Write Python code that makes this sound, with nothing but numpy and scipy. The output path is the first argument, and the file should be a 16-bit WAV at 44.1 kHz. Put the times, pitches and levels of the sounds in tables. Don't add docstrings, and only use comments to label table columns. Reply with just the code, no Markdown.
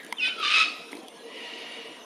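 import sys
import numpy as np
from scipy import signal
from scipy.fft import rfft, irfft, next_fast_len
from scipy.io import wavfile
from scipy.ndimage import uniform_filter1d, map_coordinates

SR = 44100
rng = np.random.default_rng(int(sys.argv[2]) if len(sys.argv) > 2 else 0)


def master_out(mix):
    frames = np.transpose(np.atleast_2d(mix))
    ceiling = np.clip(frames, -1, 1)
    pcm = np.round(ceiling * 32767).astype(np.int16)
    wavfile.write(sys.argv[1], SR, pcm)


N = 90404


def amp(db):
    return 10 ** (np.asarray(db) / 20)


def unit(x):
    return x / np.sqrt(np.mean(x ** 2) + 1e-20)


def along(points, hz):
    point_hz, values = np.transpose(points)
    return np.interp(np.log(hz + 1), np.log(point_hz + 1), values)


def curves(rows):
    seconds, *columns = np.transpose(rows)
    return [np.interp(np.arange(N) / SR, seconds, column) for column in columns]


def wobble(rate_hz):
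    knots = rng.standard_normal(int(N * rate_hz / SR) + 4)
    return map_coordinates(knots, [np.arange(N) * rate_hz / SR])


def filtered(x, response):
    size = next_fast_len(N + 8192)
    return irfft(rfft(x, size) * response(np.fft.rfftfreq(size, 1 / SR)), size)[..., :N]


# frequency in Hz, side against mid in dB.
SIDE_LEVEL = [(30, -10), (150, -24), (1500, -25), (4000, -22), (7000, -10), (9500, 0), (13000, -5)]


def noise(spectrum, patchy_db):
    grains = signal.stft(rng.standard_normal((2, N)), nperseg=512)[2]
    field = rng.standard_normal(grains.shape[1:])
    field = uniform_filter1d(uniform_filter1d(field, 3, 0), 10, 1)
    patchy = signal.istft(grains * amp(patchy_db * unit(field)), nperseg=512)[1][:, :N]
    mid, side = filtered(patchy, lambda hz: amp(along(spectrum, hz) + [0 * hz, along(SIDE_LEVEL, hz)]))
    return unit(np.array([mid + side, mid - side]))


def phase(pitch_hz):
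    return 2 * np.pi * np.cumsum(pitch_hz) / SR


def fade(start_s, end_s, edge_s):
    t = np.arange(N) / SR
    return np.clip(np.minimum(t - start_s, end_s - t) / edge_s, 0, 1)


def blurred(turn, blur, rate_hz):
    in_step = (1 + blur * wobble(rate_hz)) * np.sin(turn)
    across = blur * wobble(rate_hz) * np.cos(turn)
    return (in_step + across) / np.sqrt(1 + 2 * blur ** 2)


# time in seconds, level in dB before a small wobble.
RUMBLE_LEVEL = [(0.0, -56.5), (0.3, -50.5), (0.79, -49), (1.24, -49.5), (1.43, -46), (2.05, -48)]
# frequency in Hz, relative density in dB per Hz.
RUMBLE_SPECTRUM = [(35, -83), (60, -49), (140, -45), (179, -21), (215, -11.5), (288, -6.5), (403, -13.5),
                   (458, -1.5), (528, -11), (748, -11), (850, -23.5), (955, -11.5), (1300, -23.5),
                   (1690, -76), (2860, -120)]


def rumble():
    level_db, = curves(RUMBLE_LEVEL)
    return amp(level_db + 1.3 * wobble(8.86)) * noise(RUMBLE_SPECTRUM, patchy_db=2.0)


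# frequency in Hz, relative density in dB per Hz.
AIR_SPECTRUM = [(700, 2), (1000, -3), (1600, -5), (2200, -5.5), (3200, -2), (4700, -15), (6200, -10),
                (7800, -22.5), (9600, -10.5), (12000, -22.5), (14500, -34), (16000, -54)]


def air():
    return amp(-49.5) * noise(AIR_SPECTRUM, patchy_db=5.0)


# frequency in Hz, relative density in dB per Hz.
EARLIER_SPECTRUM = [(1500, -14.5), (1650, 3), (2200, -1.5), (2500, -15), (4000, -13.5), (5000, -35)]


def earlier_call():
    start_db, t60_s = -43, .52
    decay = amp(start_db - 60 * np.arange(N) / SR / t60_s)
    return decay * noise(EARLIER_SPECTRUM, patchy_db=2.0)


# time in seconds, level in dB of the leaf hiss with its ticks.
CRACKLE_LEVEL = [(0, -64), (.04, -62), (.15, -64.5), (.25, -63.5), (.86, -78), (.92, -54), (.98, -58),
                 (1.05, -66), (1.09, -78), (2.05, -91)]
# frequency in Hz, relative density in dB per Hz.
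LEAF_SPECTRUM = [(1200, -38), (2000, -10), (3200, -1.5), (4400, -3.5), (6000, -5.5), (7500, -13.5),
                 (9500, -1.5), (12000, -10.5), (16000, -31.5)]
# frequency in Hz, relative density in dB per Hz.
SCUFF_SPECTRUM = [(150, -15), (280, 3), (600, -14), (2000, -12.5), (4000, -23), (6000, -65)]


def crackle():
    ticks_per_s, tick_db, tick_spread_db = 250, 10, 5
    scuff_db = 9
    level_db, = curves(CRACKLE_LEVEL)
    struck = rng.random(N) < ticks_per_s / SR
    ticks = struck * amp(tick_db + tick_spread_db * rng.standard_normal(N))
    tick_decay = amp(-60 * np.arange(200) / SR / .006)
    bursts = np.convolve(ticks, tick_decay)[:N]
    leaves = unit(noise(LEAF_SPECTRUM, patchy_db=-14.5) * (1 + bursts))
    scuff = amp(scuff_db + 4.4 * wobble(50.2)) * noise(SCUFF_SPECTRUM, patchy_db=0.0)
    return amp(level_db) * (leaves + scuff)


# start in seconds, bright crack in dB before the leaf colour, woody knock in dB,
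# hollowness of the knock in dB, low thud in dB, t60 of the crack in seconds, share of the twig's ring time.
SNAPS = [(0.032, -38, -60, 0, -60, .01, 1), (0.0468, -33.5, -50, -4, -48, 0.014, 1),
         (0.064, -37.5, -52, -4.5, -37.5, 0.011, 1), (0.125, -22, -11.5, -5, -34, .01, 1),
         (0.279, -42, -27.5, 7.5, -35.5, .01, 0.37), (0.917, -42, -50, -3, -52, 0.046, 1),
         (0.9299, -49, -12.5, -10, -28.5, 0.012, 0.52), (0.951, -44, -34, -6, -27.5, .03, 0.56),
         (0.968, -40, -39, 1, -32, 0.013, 1), (.987, -50, -44, -1, -27, .03, 1),
         (1.005, -56, -44, 0, -36, .02, .6), (1.031, -49, -45, -4, -34, 0.028, 1),
         (1.0831, -30, -56, -17, -62, 0.0086, 1)]
# frequency in Hz, level in dB, t60 in seconds before the snap's share.
TWIG_MODES = [(960, 0, .02), (1300, -8, .012), (2120, 0, .014), (2900, -7, .008), (3900, -11, .007)]


def snaps():
    hollow_hz = 1500
    cracks, bodies = np.zeros(N + SR), np.zeros(N + SR)
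    t = np.arange(SR // 10) / SR
    for start_s, crack_db, knock_db, hollow_db, thud_db, crack_s, ring_share in SNAPS:
        first = round(start_s * SR)
        at = slice(first, first + len(t))
        crack = amp(crack_db - 60 * t / crack_s) * rng.standard_normal(len(t))
        cracks[at] += crack * (1 - np.exp(-t / .00074))
        ring = 0
        for hz, mode_db, t60_s in TWIG_MODES:
            start_db = mode_db + hollow_db * (hz < hollow_hz) + rng.normal(0, .39)
            ring_s = t60_s * np.clip(ring_share, .1, 2)
            ring = ring + amp(start_db - 60 * t / ring_s) * np.sin(2 * np.pi * hz * t)
        thud_hz = 290 * rng.uniform(.767, 1.19)
        thud = amp(-60 * t / .034) * np.sin(2 * np.pi * thud_hz * t)
        bodies[at] += (amp(knock_db) * ring + amp(thud_db) * thud) * (1 - np.exp(-t / .0017))
    leafy = filtered(cracks[:N], lambda hz: amp(along(LEAF_SPECTRUM, hz)))
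    return bodies[:N] + amp(8) * leafy


# time in seconds, pitch in Hz, level in dB.
UPPER_VOICE = [(.165, 3502, -62), (.175, 3565, -41), (.182, 3476, -49), (.185, 3048, -30.5),
               (.194, 3081, -35), (.199, 2754, -29), (.209, 2737, -24.5), (.215, 2517, -29.5),
               (.235, 2532, -21.5), (.244, 2538, -25.5), (.252, 2482, -26), (.28, 2517, -26.5),
               (.3, 2447, -41.5), (.33, 2420, -45.5), (.35, 2520, -65)]
# time in seconds, pitch in Hz, strength against the upper voice in dB,
# strength of the mixed lines in dB.
LOWER_VOICE = [(.195, 1470, -18, -42), (.215, 1485, -5, -8), (.225, 1490, -8, -5), (.24, 1503, -3.5, -5),
               (.255, 1516, 5.5, 4.5), (.28, 1541, 1.5, -1.5), (.3, 1529, 15.5, -8), (.33, 1495, 17.5, -12),
               (.35, 1460, 30.5, -19)]
MIXES = [(1, 0), (2, 0), (0, 1), (0, 2), (2, -1), (1, 1), (3, -2)]
MIX_DB = [-1, -19.5, -16.5, -9.5, -9.5, -19, -26]
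# time in seconds, noise level in dB.
WHISTLE_BREATH = [(.17, -62), (.2, -43.5), (.235, -31), (.255, -28), (.285, -30.5), (.31, -40), (.34, -67)]
# frequency in Hz, relative density in dB per Hz.
THROAT_SPECTRUM = [(600, -53), (900, -48), (1280, -15.5), (1600, -18.5), (2100, -9.5), (2550, -1.5),
                   (2950, -5.5), (3200, -7.5), (3650, -6.5), (4100, -16), (4600, -20.5), (5400, -17),
                   (7000, -32.5), (9500, -34), (12000, -65)]


def whistle():
    beak_top_hz = 5900
    upper_hz, level_db = curves(UPPER_VOICE)
    lower_hz, lower_db, mixed_db = curves(LOWER_VOICE)
    upper_turn = phase(upper_hz + 8 * wobble(124.4))
    lower_turn = phase(lower_hz + 8 * wobble(122.5))
    rough = .08 + .36 * fade(.24, 1, .012)
    tone = 0
    for (k, m), mix_db in zip(MIXES, MIX_DB):
        if m == 0:
            strength_db = 0
        else:
            strength_db = mixed_db if k else lower_db
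        blur = .12 if (k, m) == (0, 1) else rough
        line = blurred(k * upper_turn + m * lower_turn, blur, 148.4)
        tone = tone + amp(mix_db + strength_db) * line
    tone = filtered(tone, lambda hz: 1 / (1 + (hz / beak_top_hz) ** 12))
    breath_db, = curves(WHISTLE_BREATH)
    breath = amp(breath_db) * noise(THROAT_SPECTRUM, patchy_db=7)[0]
    return (np.sqrt(2) * amp(level_db) * tone + breath) * fade(.16, .35, .0029)


# time in seconds, pitch in Hz, fundamental in dB, second multiple in dB,
# higher multiples in dB, half-way lines in dB, breath noise in dB, blur from 0 to 1 (capped on use).
SQUAWK = [(.355, 1399, -51, -53, -51, -61, -51.5, .9), (.38, 1330, -43, -55, -52, -46, -47, 1),
          (.4, 1310, -35.5, -51, -43, -43, -41, 0.8), (.42, 1297, -33, -39, -42, -39, -38.5, 0.8),
          (.435, 1204, -32, -50, -28.5, -35, -31, 0.92), (.465, 1191, -31, -30, -25, -32.5, -30, 0.76),
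          (.495, 1205, -32, -33, -35, -31, -27.5, 0.72), (.512, 1240, -31.5, -27.5, -40, -42, -25.5, 1),
          (.55, 1280, -31, -21, -35, -32, -24, 0.76), (.575, 1279, -28, -23, -25, -38, -23, 0.51),
          (.6, 1293, -28, -22.5, -27, -45, -21.5, 0.6), (.63, 1270, -28, -21, -40, -36, -25.5, 0.43),
          (.641, 1266, -31, -29, -36, -34, -31, 0.5), (.648, 1273, -46, -29, -30, -50, -32.5, 0.77),
          (.68, 1264, -40.5, -56, -55, -62, -40.5, 0.6)]
# multiple of the pitch, relative level in dB.
OVERTONES = [(3, -4), (4, -12.5), (5, -23)]
# multiple of the pitch, relative level in dB.
HALF_WAY = [(1.5, -21), (2.5, 0.5), (3.5, -7)]


def squawk():
    blur_hz, beak_low_hz = 170, 1020
    rattle_hz, rattle_scatter_hz, rattle_depth = 215, 40, .42
    pitch_hz, base_db, second_db, over_db, half_db, breath_db, blur = curves(SQUAWK)
    share = np.clip(blur, 0, .86)
    blur = share / np.sqrt(2 * (1 - share ** 2))
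    turn = phase(pitch_hz + 10 * wobble(150))

    def lines(orders):
        total = sum(amp(db) * blurred(k * turn, blur, blur_hz * np.sqrt(k)) for k, db in orders)
        return np.sqrt(2) * total

    rattle_turn = phase(rattle_hz + rattle_scatter_hz * wobble(59.86))
    rattle = unit(np.exp(rattle_depth * np.cos(rattle_turn)))
    breath = unit(noise(THROAT_SPECTRUM, patchy_db=1.5)[0] * (1 + .8 * np.cos(turn)))
    voice = lines([(1, base_db), (2, second_db)])
    voice = voice + amp(over_db) * lines(OVERTONES) + amp(half_db) * lines(HALF_WAY)
    voice = voice + amp(breath_db) * rattle * breath
    through_beak = filtered(voice, lambda hz: 1 / (1 + (beak_low_hz / (hz + 1)) ** 10))
    return through_beak * fade(.26, .7, .0034)


# frequency in Hz, t60 in seconds.
TREE_T60 = [(500, 0.74), (2500, 0.76), (8000, 0.94)]


def trees(x):
    hz, t, grains = signal.stft(rng.standard_normal(SR), SR, nperseg=256)
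    decay = amp(-60 * t / along(TREE_T60, hz)[:, None])
    tail = signal.istft(grains * decay, SR, nperseg=256)[1]
    delayed = np.pad(x, (400, 0))
    return signal.fftconvolve(delayed, tail / np.linalg.norm(tail))[:N]


# start in seconds,
# length in seconds, first pitch in Hz, last pitch in Hz, level in dB.
NOTES = [(0.637, 0.08, 4370, 4480, -37.5), (0.999, 0.11, 767, 733, -48.5), (1.142, 0.1, 1656, 1680, -56.5),
         (1.13, 0.1, 3235, 3320, -58), (1.187, 0.12, 3990, 3990, -57), (1.203, 0.085, 463, 467, -42.5),
         (1.247, 0.17, 1940, 2050, -50)]


def notes():
    edge_s, blur, blur_hz = .022, .6, 110
    t = np.arange(N) / SR
    total = 0
    for start_s, length_s, first_hz, last_hz, level_db in NOTES:
        end_s = start_s + length_s
        pitch_hz = np.interp(t, [start_s, end_s], [first_hz, last_hz])
        tone = blurred(phase(pitch_hz), blur, blur_hz)
        total = total + amp(level_db) * fade(start_s, end_s, edge_s) * tone
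    return total


# time in seconds, level in dB before a 3 dB cut and the opening fade.
FAR_LEVEL = [(1.1, -67), (1.208, -55), (1.226, -61), (1.276, -53), (1.36, -43.5), (1.45, -40), (1.6, -41),
             (1.746, -41.5), (1.98, -49.5), (2.05, -57)]
# multiple of the pitch, relative level in dB.
FAR_ORDERS = [(1, -2), (2, 0), (2.35, -6), (3, 4), (3.8, -9.5), (4.75, -13.5)]
# frequency in Hz, relative density in dB per Hz.
FAR_THROAT = [(760, -42), (1300, -10), (1560, -13), (1930, -6), (2560, -3), (2930, -1.5), (3260, -6),
              (4660, -13), (8000, -31), (10400, -60), (17600, -120)]


def far_squawk():
    pitch_hz, smear_hz, breath_db = 956, 29.8, .5

    def comb(hz):
        return sum(amp(db) / (1 + ((hz - k * pitch_hz) / (k * smear_hz)) ** 2) for k, db in FAR_ORDERS)

    level_db, = curves(FAR_LEVEL)
    bands = unit(filtered(rng.standard_normal(N), comb))
    breath = amp(breath_db) * noise(FAR_THROAT, patchy_db=2.0)
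    return amp(level_db - 3.0) * (bands + breath) * fade(1.115, 3, .12)


def scene():
    bird = whistle() + squawk()
    wide_echo = trees(bird) * [[1], [-1]]
    echo = trees(bird) + amp(-28) * wide_echo
    ground = rumble() + air() + crackle() + snaps()
    others = earlier_call() + notes() + far_squawk()
    return bird + amp(-10.5) * echo + ground + others


def record(dry):
    low_cut_hz, top_hz = 164.5, 16200
    murmur = amp(-84) * noise([(20, -2), (120, 3), (300, -31)], patchy_db=0)
    heard = filtered(dry, lambda hz: 1 / (1 + (low_cut_hz / (hz + 1)) ** 6))
    return filtered(murmur + heard, lambda hz: hz < top_hz)


dry = scene()
out = record(dry)
master_out(out)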